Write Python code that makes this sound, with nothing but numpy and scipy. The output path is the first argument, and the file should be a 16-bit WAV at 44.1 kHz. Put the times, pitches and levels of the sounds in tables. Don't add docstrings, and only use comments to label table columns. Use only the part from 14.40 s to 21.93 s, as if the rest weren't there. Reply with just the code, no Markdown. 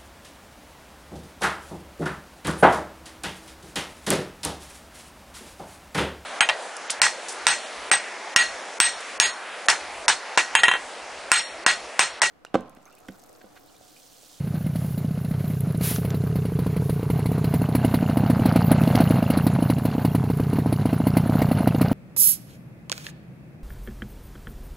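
import sys
import numpy as np
from scipy import signal
from scipy.fft import rfft, irfft, next_fast_len
from scipy.io import wavfile
from scipy.ndimage import uniform_filter1d

SR = 44100
rng = np.random.default_rng(int(sys.argv[2]) if len(sys.argv) > 2 else 0)


def unload_wav(signal):
    wavfile.write(
        sys.argv[1],
        SR,
        np.round(np.clip(np.atleast_2d(signal).T, -1, 1) * 32767).astype(np.int16),
    )


N = 332073

# t/s, relative pop level/dB, relative crack level/dB
FIRED_TURNS = [(0.0698, -25.5, -44.5), (0.1402, -23.5, -42.5), (0.207, -27, -53), (0.262, -22.5, -37),
               (0.355, -21.5, -35), (0.4444, -24.5, -49), (0.5756, -24, -38), (0.645, -22.5, -42),
               (0.707, -23, -43), (0.775, -24, -46), (0.845, -24, -39), (0.9092, -23.5, -38),
               (1.041, -23.5, -41), (1.1, -22.5, -40), (1.2699, -21, -48), (1.3451, -20.5, -42),
               (1.4083, -17.5, -31.5), (1.511, -19.5, -45), (1.5823, -19, -46), (1.6465, -17.5, -32.5),
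               (1.742, -16.5, -35.5), (1.836, -17.5, -47), (1.955, -16, -33), (2.051, -16.5, -36),
               (2.119, -18.5, -57), (2.188, -14.5, -32), (2.262, -14, -34.5), (2.3624, -15.5, -35),
               (2.42, -18, -55), (2.493, -13.5, -29.5), (2.593, -19, -54.5), (2.628, -16, -41),
               (2.6991, -12.5, -29), (2.79, -15.5, -38), (2.8559, -12.5, -32), (2.9144, -13, -39),
               (2.9784, -13.5, -38), (3.0411, -12, -29), (3.1374, -9.5, -28), (3.215, -11, -38),
               (3.2868, -12.5, -39), (3.349, -7, -21.5), (3.4457, -7.5, -27), (3.5399, -7.5, -22.5),
               (3.6248, -11, -44), (3.6944, -10.5, -40), (3.7694, -8, -28.5), (3.834, -11.5, -52),
               (3.898, -6.5, -26.5), (3.9933, -10, -37), (4.0552, -6, -22.5), (4.122, -12.5, -37),
               (4.1575, -5.5, -23.5), (4.313, -4.5, -21), (4.413, -10, -34), (4.473, -8, -33),
               (4.549, -6.5, -24.5), (4.6021, -5.5, -24), (4.705, -6.5, -26.5), (4.7872, -13.5, -52),
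               (4.8243, -11, -34), (4.9003, -8, -23.5), (4.9709, -7.5, -26), (5.0652, -6.5, -23.5),
               (5.1864, -11.5, -48), (5.2227, -9.5, -37), (5.2979, -6.5, -25.5), (5.381, -14.5, -33),
               (5.451, -9, -26), (5.549, -13, -56), (5.5794, -13, -55), (5.647, -8.5, -25),
               (5.747, -9, -26.5), (5.837, -12.5, -40.5), (5.899, -10.5, -33), (5.9974, -9.5, -33),
               (6.1294, -11, -36), (6.1845, -10, -34.5), (6.2583, -10, -40), (6.324, -9, -28.5),
               (6.454, -9, -31), (6.528, -9, -34), (6.6009, -11, -61), (6.6673, -7.5, -28.5),
               (6.7676, -6.5, -21.5), (6.858, -12.5, -46.5), (6.8937, -8, -37), (6.9528, -9, -39),
               (7.017, -6.5, -24), (7.113, -8.5, -29.5), (7.2043, -11.5, -42), (7.272, -6.5, -24.5),
               (7.3456, -9, -42), (7.4117, -5.5, -21), (7.513, -8.5, -34)]
# t/s, relative level/dB
PUFF_LEVEL = [(0.0, -19), (0.5, -20), (1.0, -18.5), (1.5, -17.5), (2.0, -16.5), (2.5, -16.5), (3.0, -14.5),
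              (3.5, -12.5), (4.0, -9.5), (4.5, -7.5), (5.0, -10.5), (5.5, -13.5), (6.0, -15), (6.5, -13),
              (7.0, -10.5), (7.5, -11)]
# t/s, exhaust facing the listener/0-1, engine side-on/0-1, extra path via the ground/ms
WALK_PAST = [(0, 0.03, 0.01, 0.48), (1, 0.02, 0.14, 0.45), (1.5, 0.01, 0.54, 0.58), (2.5, 0, 0.98, 0.77),
             (3, 0.21, 1, 0.95), (3.5, 0.72, 0.93, 1.21), (4, 0.84, 0, 1.35), (4.8, 0.85, 0.08, 1.37),
             (5.5, 0.69, 0.97, 1.17), (6, 0.35, 1, 0.91), (6.5, 0.71, 0.84, 1.06), (7, 0.73, 0.5, 1.36),
             (7.53, 0.84, 0.63, 1.29)]
POP_AWAY_DB = 5.5


def charges_db():
    fire_s, pop_db, _ = np.transpose(FIRED_TURNS)
    return pop_db - puff_level_db(fire_s) + POP_AWAY_DB * (1 - exhaust_facing(fire_s))


def puff_level_db(s):
    return np.interp(s, *np.transpose(PUFF_LEVEL))


def exhaust_facing(s):
    return np.interp(s, *np.transpose(WALK_PAST)[:2])


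HALF_BURN_S = [0.006, 0.4207, 0.506, 0.978, 1.006, 1.1673, 1.234, 1.923, 2.757, 3.1574, 3.8601, 4.0191,
               4.2441, 4.435, 4.573, 4.7564, 5.1498, 5.511, 5.804, 6.095, 6.155, 6.4141, 7.1681, 7.479]
# t/s, length of a turn before slowing and kick/ms
IDLE_TURN = [(0, 35.5), (0.8, 38), (1.2, 36), (1.8, 33.5), (2.5, 39), (3, 37.5), (4, 36), (5.4, 37.5),
             (6.1, 40), (6.7, 37.5), (7.53, 37.5)]
KICK_MS_PER_DB = 0.67
SLOWING = 1.035
SHORTEST_S = .016


def coasting():
    fire_s = np.transpose(FIRED_TURNS)[0]
    burn_s = np.r_[fire_s, HALF_BURN_S]
    charge_db = np.r_[charges_db(), np.zeros(len(HALF_BURN_S))]
    turn_ms = np.interp(burn_s, *np.transpose(IDLE_TURN)) - KICK_MS_PER_DB * charge_db
    coast = np.cumsum(SLOWING ** np.arange(4))
    turn_s = burn_s[:, None] + turn_ms[:, None] / 1000 * coast
    ahead_s = np.r_[np.sort(burn_s), N / SR]
    next_burn_s = ahead_s[np.searchsorted(ahead_s, burn_s, "right")]
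    free = turn_s < next_burn_s[:, None] - SHORTEST_S
    return np.sort(np.r_[HALF_BURN_S, turn_s[free]])


SLOWER_PER_DB, BRIGHTER_DB_PER_DB, BRIGHT_FROM_HZ = 0.0139, 0.4, 560


def silencer(s, db, modes, heat, scatter_db, charge_db, choke_ms, left_ringing):
    walked_s, _, side_on, _ = np.transpose(WALK_PAST)
    facing, side_on = exhaust_facing(s), np.interp(s, walked_s, side_on)
    since = np.arange(2200) / SR
    shut = left_ringing + (1 - left_ringing) / (1 + np.exp(1000 * since - choke_ms))
    chance = rng.standard_normal((len(s), len(modes)))
    out = 0
    for mode, c in zip(modes, chance.T):
        hz, t60, rise_ms, after_ms, away_db, side_db, facing_db, share = mode
        t = np.maximum(since - after_ms / 1000, 0)
        not_facing = side_on * undb(side_db) + (1 - side_on) * undb(away_db)
        aim = facing * undb(facing_db) + (1 - facing) * not_facing
        octaves_up = np.log2(max(hz / BRIGHT_FROM_HZ, 1))
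        size = aim * undb(db + scatter_db * c + BRIGHTER_DB_PER_DB * charge_db * octaves_up)
        rise_ms = rise_ms * np.exp(SLOWER_PER_DB * charge_db)[:, None]
        ring = np.sin(2 * np.pi * hz * (1 + share * heat[:, None]) * t)
        out = out + size[:, None] * ring * (1 - np.exp(-1000 * t / rise_ms)) * undb(-60 * t / t60)
    return place(s, out * shut)


# f/Hz before heat, t60/s, rise before charge/ms, delay/ms,
# gain from behind/dB, gain side-on/dB, gain facing the exhaust/dB, share of pitch that follows heat
FIRED_MODES = [(162.3, 0.24, 7, 5.995, 13.5, 6.5, -1, 0.28), (79, 0.0098, 1.57, 8.32, 20, 18.5, -4, 0.05),
               (232.6, 0.2, 0.06, 2.07, 2, -7.5, -1, 0.4), (313.8, 0.038, 8.4, 0.38, -3, -22, 11.5, 0.24),
               (448, 0.033, 0.52, 3.42, -19, 2, -5.5, 0.026),
               (113.7, 0.14, 0.15, 7.44, -3.5, -6.5, -5.5, 0.067),
               (513, 0.017, 1.5, 2.61, -9.5, -2.5, -2, 0.065),
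               (662.5, 0.014, 1.3, 2.646, 0.5, -4, -5, 0.046),
               (991, 0.025, 2.4, 2.24, -25, -15.5, -16, 0.1)]


def pops():
    fire_s, pop_db, _ = np.transpose(FIRED_TURNS)
    heat = 0.022 * (pop_db - puff_level_db(fire_s))
    return silencer(fire_s - .002, pop_db, FIRED_MODES, heat, 0.81, charges_db() - 2.5,
                    choke_ms=17.3, left_ringing=0.15)


# f/Hz before heat, t60/s, rise/ms, delay/ms,
# gain from behind/dB, gain side-on/dB, gain facing the exhaust/dB, share of pitch that follows heat
UNFIRED_MODES = [(131.4, 0.046, 8.9, 1.38, 17.5, 18, 15.5, 0.93),
                 (189.2, 0.093, 0.26, 5.28, -29, -11, 1.5, 1.2),
                 (164.3, 0.095, 7.6, 0.87, -5, -28, 7.5, 1.0), (427, 0.054, 8.3, 1.4, -19.5, 1, -12, 0.23),
                 (686, 0.052, 2.5, 2.51, -25, -16, -24.5, 1.9),
                 (114.7, 0.2, 3.15, 4.22, -0.5, 0, -7.5, 0.28)]
SUCK_MS, SUCK_DB = 3.1, -10


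def puffs(cold_s):
    chance = rng.standard_normal((len(cold_s), 2)).T
    level_db = puff_level_db(cold_s)
    puff = silencer(cold_s - .0012, level_db + .5 * chance[0], UNFIRED_MODES, .015 * chance[1], .6,
                    0 * cold_s, choke_ms=16.7, left_ringing=0.6)
    dip = np.hanning(int(SUCK_MS * SR / 1000))
    return puff - place(cold_s - .0024, undb(level_db + SUCK_DB)[:, None] * dip)


# f/Hz, basic width/Hz, relative level/dB
CASING_PARTS = [(2115, 110, 0.5), (2790, 97, -4.5), (4240, 650, -0.5), (7760, 140, -10.5),
                (10050, 1000, -1), (12100, 160, -8.5), (13600, 170, -3)]
CRACK_RISE_MS, CASING_T60_S = 2.06, 0.071


def cracks():
    fire_s, _, crack_db = np.transpose(FIRED_TURNS)
    out = 0
    for hz, width_hz, db in CASING_PARTS:
        share_db = crack_db + db - 10.5 + 2.7 * rng.standard_normal(len(fire_s))
        part = noise([(1, -99), (2, -99)], [(hz, width_hz + 400, 0)])
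        out = out + fading(fire_s + .001, share_db, CASING_T60_S, CRACK_RISE_MS) * part
    broad = noise([(1000, 12.5), (5000, -4.0), (7000, -7.5), (16000, 8.0)])
    return out + fading(fire_s + 0.0013, crack_db + 2.5, 0.054, CRACK_RISE_MS) * broad


# f/Hz, relative level/dB
GAS_TONE = [(300, 15.5), (700, 10.5), (1500, -3), (3000, -35), (6000, -19), (10000, -45), (16000, -14)]


def gas():
    fire_s, pop_db, _ = np.transpose(FIRED_TURNS)
    return fading(fire_s + 0.00115, pop_db - 16.0, 0.047, 0.61) * noise(GAS_TONE)


PORT_SHUTS_S = .0175


def ticks(turn_s, luck):
    near_db = puff_level_db(turn_s) - 9 * (1 - exhaust_facing(turn_s))
    port_hz, intake_hz = 1150 + 150 * luck[2], 900 + 150 * luck[2]
    out = clicks(turn_s + PORT_SHUTS_S + 0.00045 * luck[0], near_db - 6.0 + 1.55 * luck[1], port_hz, 0.006)
    gulp_db = near_db - 8.0 + 12.0 * np.tanh(luck[4])
    out += clicks(turn_s + 0.028 + 0.001046 * luck[3], gulp_db, intake_hz, 0.0042)
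    knock_db = near_db - 24.0 + 8.1 * np.tanh(luck[6])
    knock_hz = CASING_PARTS[1][0] + 90 * luck[7]
    out += clicks(turn_s + 0.0034 + 0.000703 * luck[5], knock_db, knock_hz, 0.021)
    knock_db = near_db - 23.5 + 14.0 * np.tanh(luck[9])
    knock_hz = CASING_PARTS[2][0] + 450 * luck[7]
    out += clicks(turn_s + 0.0033 + 0.004 * luck[8], knock_db, knock_hz, 0.004)
    when, strength, pitch = rng.random((900, 3)).T
    at_s = when * (N / SR - .01)
    rattle_db = puff_level_db(at_s) - 33.5 + 13 * strength ** 2 - 9 * pitch
    return out + clicks(at_s, rattle_db, 1100 * 5.18 ** pitch, 0.025)


TICK_RISE_MS = 0.2


def clicks(s, db, hz, t60):
    t = np.arange(900) / SR
    ring = np.sin(2 * np.pi * hz[:, None] * t)
    return place(s, -undb(db)[:, None] * ring * (1 - np.exp(-1000 * t / TICK_RISE_MS)) * undb(-60 * t / t60))


# f/Hz, relative level/dB
WHIRR_SPECTRUM = [(100, 4.5), (330, 0.5), (440, 0.5), (700, -1.5), (1500, -15), (2200, -15), (4200, -27.5),
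                  (7000, -43), (9000, -43)]
WHIRR_SWELL, WHIRR_DB = 1.225, -23.5


def whirr(turn_s, luck):
    (puff_db,) = curve(PUFF_LEVEL)
    breath = 1 + fading(turn_s, 3.55 + 1.4 * luck[1], 0.096, 10.8)
    parts = [(1520, 110, 10)] + CASING_PARTS[:3]
    peaks = [(hz, width_hz, db - 22.0) for hz, width_hz, db in parts]
    level = undb(WHIRR_DB + WHIRR_SWELL * puff_db + 3.4 * wander(60))
    return level * breath * noise(WHIRR_SPECTRUM, peaks)


# nominal f/Hz, relative level/dB
JINGLE_BANDS = [(5500, -64), (7000, -9.5), (8800, -16.5), (10500, -8), (12500, -23), (14600, 4)]
JINGLE_SWELL, JINGLE_DB = 0.82, -49


def jingle(turn_s, luck):
    (puff_db,) = curve(PUFF_LEVEL)
    together_db = 2.0 * wander(50)
    shake = 1 + fading(turn_s + 0.0021, 5.0 + 5.4 * luck[4], 0.026, 1.1)
    shake += fading(turn_s + PORT_SHUTS_S, 3.5 + 5.0 * luck[6], 0.042, 1.3)
    out = 0
    for hz, db in JINGLE_BANDS:
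        level = undb(JINGLE_DB + JINGLE_SWELL * puff_db + db + together_db + 5.5 * wander(45))
        band = noise([(0.58 * hz, -40), (1.18 * hz, 0), (1.09 * hz, 0), (1.058 * hz, -40)])
        out = out + level * shake * band
    return out


def engine():
    cold_s = coasting()
    turn_s = np.r_[cold_s, np.transpose(FIRED_TURNS)[0]]
    luck = rng.standard_normal((len(turn_s), 10)).T
    body = pops() + puffs(cold_s) + ticks(turn_s, luck) + cracks() + gas() + whirr(turn_s, luck)
    return body, jingle(turn_s, luck)


GROUND_DB = -5.5


def ground(x):
    late_ms = curve(WALK_PAST)[-1]
    late = np.interp(np.arange(N) - late_ms * SR / 1000, np.arange(N), x)
    return x + undb(GROUND_DB) * colour(late, [(450, -1.5), (900, -4.0), (4000, -55)])


# f/Hz, relative level/dB
LEAF_SPECTRUM = [(400, -7), (1200, -6), (3000, -2), (6000, -4.5), (11000, 1), (16000, 3.5)]
# t/s, relative level/dB, centre f/Hz
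TWIG_SNAPS = [(1.206, -19.5, 11200), (1.324, -28, 11200), (1.374, -25, 10800), (1.557, -24, 3950),
              (1.561, -13.5, 3770), (1.567, -27, 4000), (1.704, -19.5, 4700), (1.955, -35, 2770),
              (4.3784, -23.5, 5620), (4.436, -17, 2700), (4.5551, -11, 3860), (4.563, -20, 3600),
              (4.5874, -18, 4230)]


def leaves():
    swish = rustle() * noise(LEAF_SPECTRUM)
    s, db, hz = np.transpose(TWIG_SNAPS)
    t = np.arange(600) / SR
    grit = uniform_filter1d(rng.standard_normal((len(s), len(t))), size=8)
    ring = grit * np.sin(2 * np.pi * hz[:, None] * t)
    envelope = np.minimum(t / 0.00057, 1) * undb(-60 * t / 0.014)
    return swish + place(s, undb(db + 2.5)[:, None] * ring * envelope)


# start t/s, hold/s, level/dB
BOOT_STEPS = [(0.363, 0.17, -47), (0.997, 0.16, -50), (1.438, 0.071, -24.5), (1.55, 0.009, -37),
              (1.644, 0.011, -54), (2.42, 0.12, -47.5), (3.5, 0.078, -48), (4.404, 0.14, -44)]
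STEP_ATTACK_DB_PER_S, STEP_RELEASE_DB_PER_S = 700, 254


def rustle():
    t = np.arange(N) / SR
    out = 0
    for s, hold_s, db in BOOT_STEPS:
        attack_db = STEP_ATTACK_DB_PER_S * np.maximum(s - t, 0)
        release_db = STEP_RELEASE_DB_PER_S * np.maximum(t - s - hold_s, 0)
        out = out + undb(db - attack_db - release_db)
    return out


RUMBLE_DB = -32.5


def rumble():
    return undb(RUMBLE_DB) * noise([(15, -18), (30, 11.5), (60, -8.5), (120, -43.5)])


def undb(db):
    return 10 ** (np.asarray(db) / 20)


def curve(table):
    s, *columns = np.transpose(table)
    return [np.interp(np.arange(N) / SR, s, c) for c in columns]


def colour(x, points, peaks=()):
    size = next_fast_len(N)
    hz = np.maximum(np.fft.rfftfreq(size, 1 / SR), 1)
    point_hz, point_db = np.array(points).T
    gain = undb(np.interp(np.log(hz), np.log(point_hz), point_db))
    for f, width_hz, db in peaks:
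        gain = gain + undb(db) / (1 + (2 * (hz - f) / width_hz) ** 2)
    return irfft(rfft(x, size) * gain, size)[..., :N]


def noise(points, peaks=()):
    x = colour(rng.standard_normal(N), points, peaks)
    return x / x.std()


def place(s, shapes):
    at = (s * SR).astype(int)[:, None] + np.arange(shapes.shape[1])
    return np.bincount(at.ravel(), shapes.ravel(), N + 2 * SR)[:N]


def fading(s, db, t60, rise_ms):
    t = np.arange(3000) / SR
    return place(s, undb(db)[:, None] * (1 - np.exp(-1000 * t / rise_ms)) * undb(-60 * t / t60))


def wander(rate_hz):
    k = int(SR / rate_hz)
    held = np.repeat(rng.standard_normal(N // k + 1), k)
    return 1.1 * uniform_filter1d(held, k)[:N]


SIDE_DB = -27


def scene():
    body, treble = engine()
    mid = ground(body) + treble + leaves() + rumble()
    side_tone = [(50, -1), (150, -3.0), (350, -9.0), (700, 8.0), (1400, -8.0),
                 (2400, -20), (4400, -10.5), (9000, -8), (15000, 1)]
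    side = undb(SIDE_DB) * colour(mid, side_tone)
    return np.array([mid - side, mid + side])


# f/Hz, gain/dB
MIC_RESPONSE = [(12, -45), (30, -21.5), (70, -10.5), (100, -1.5), (300, -0.5), (600, 0.5), (6000, -1),
                (7600, -4), (8400, -8), (9300, 1), (10500, 3.5), (14000, -3), (15700, -10)]
TOP_HZ = 16000


def record(dry):
    top_cut = signal.ellip(10, .2, 80, TOP_HZ, fs=SR, output="sos")
    return signal.sosfilt(top_cut, colour(dry, MIC_RESPONSE))


dry = scene()
out = record(dry)
unload_wav(out)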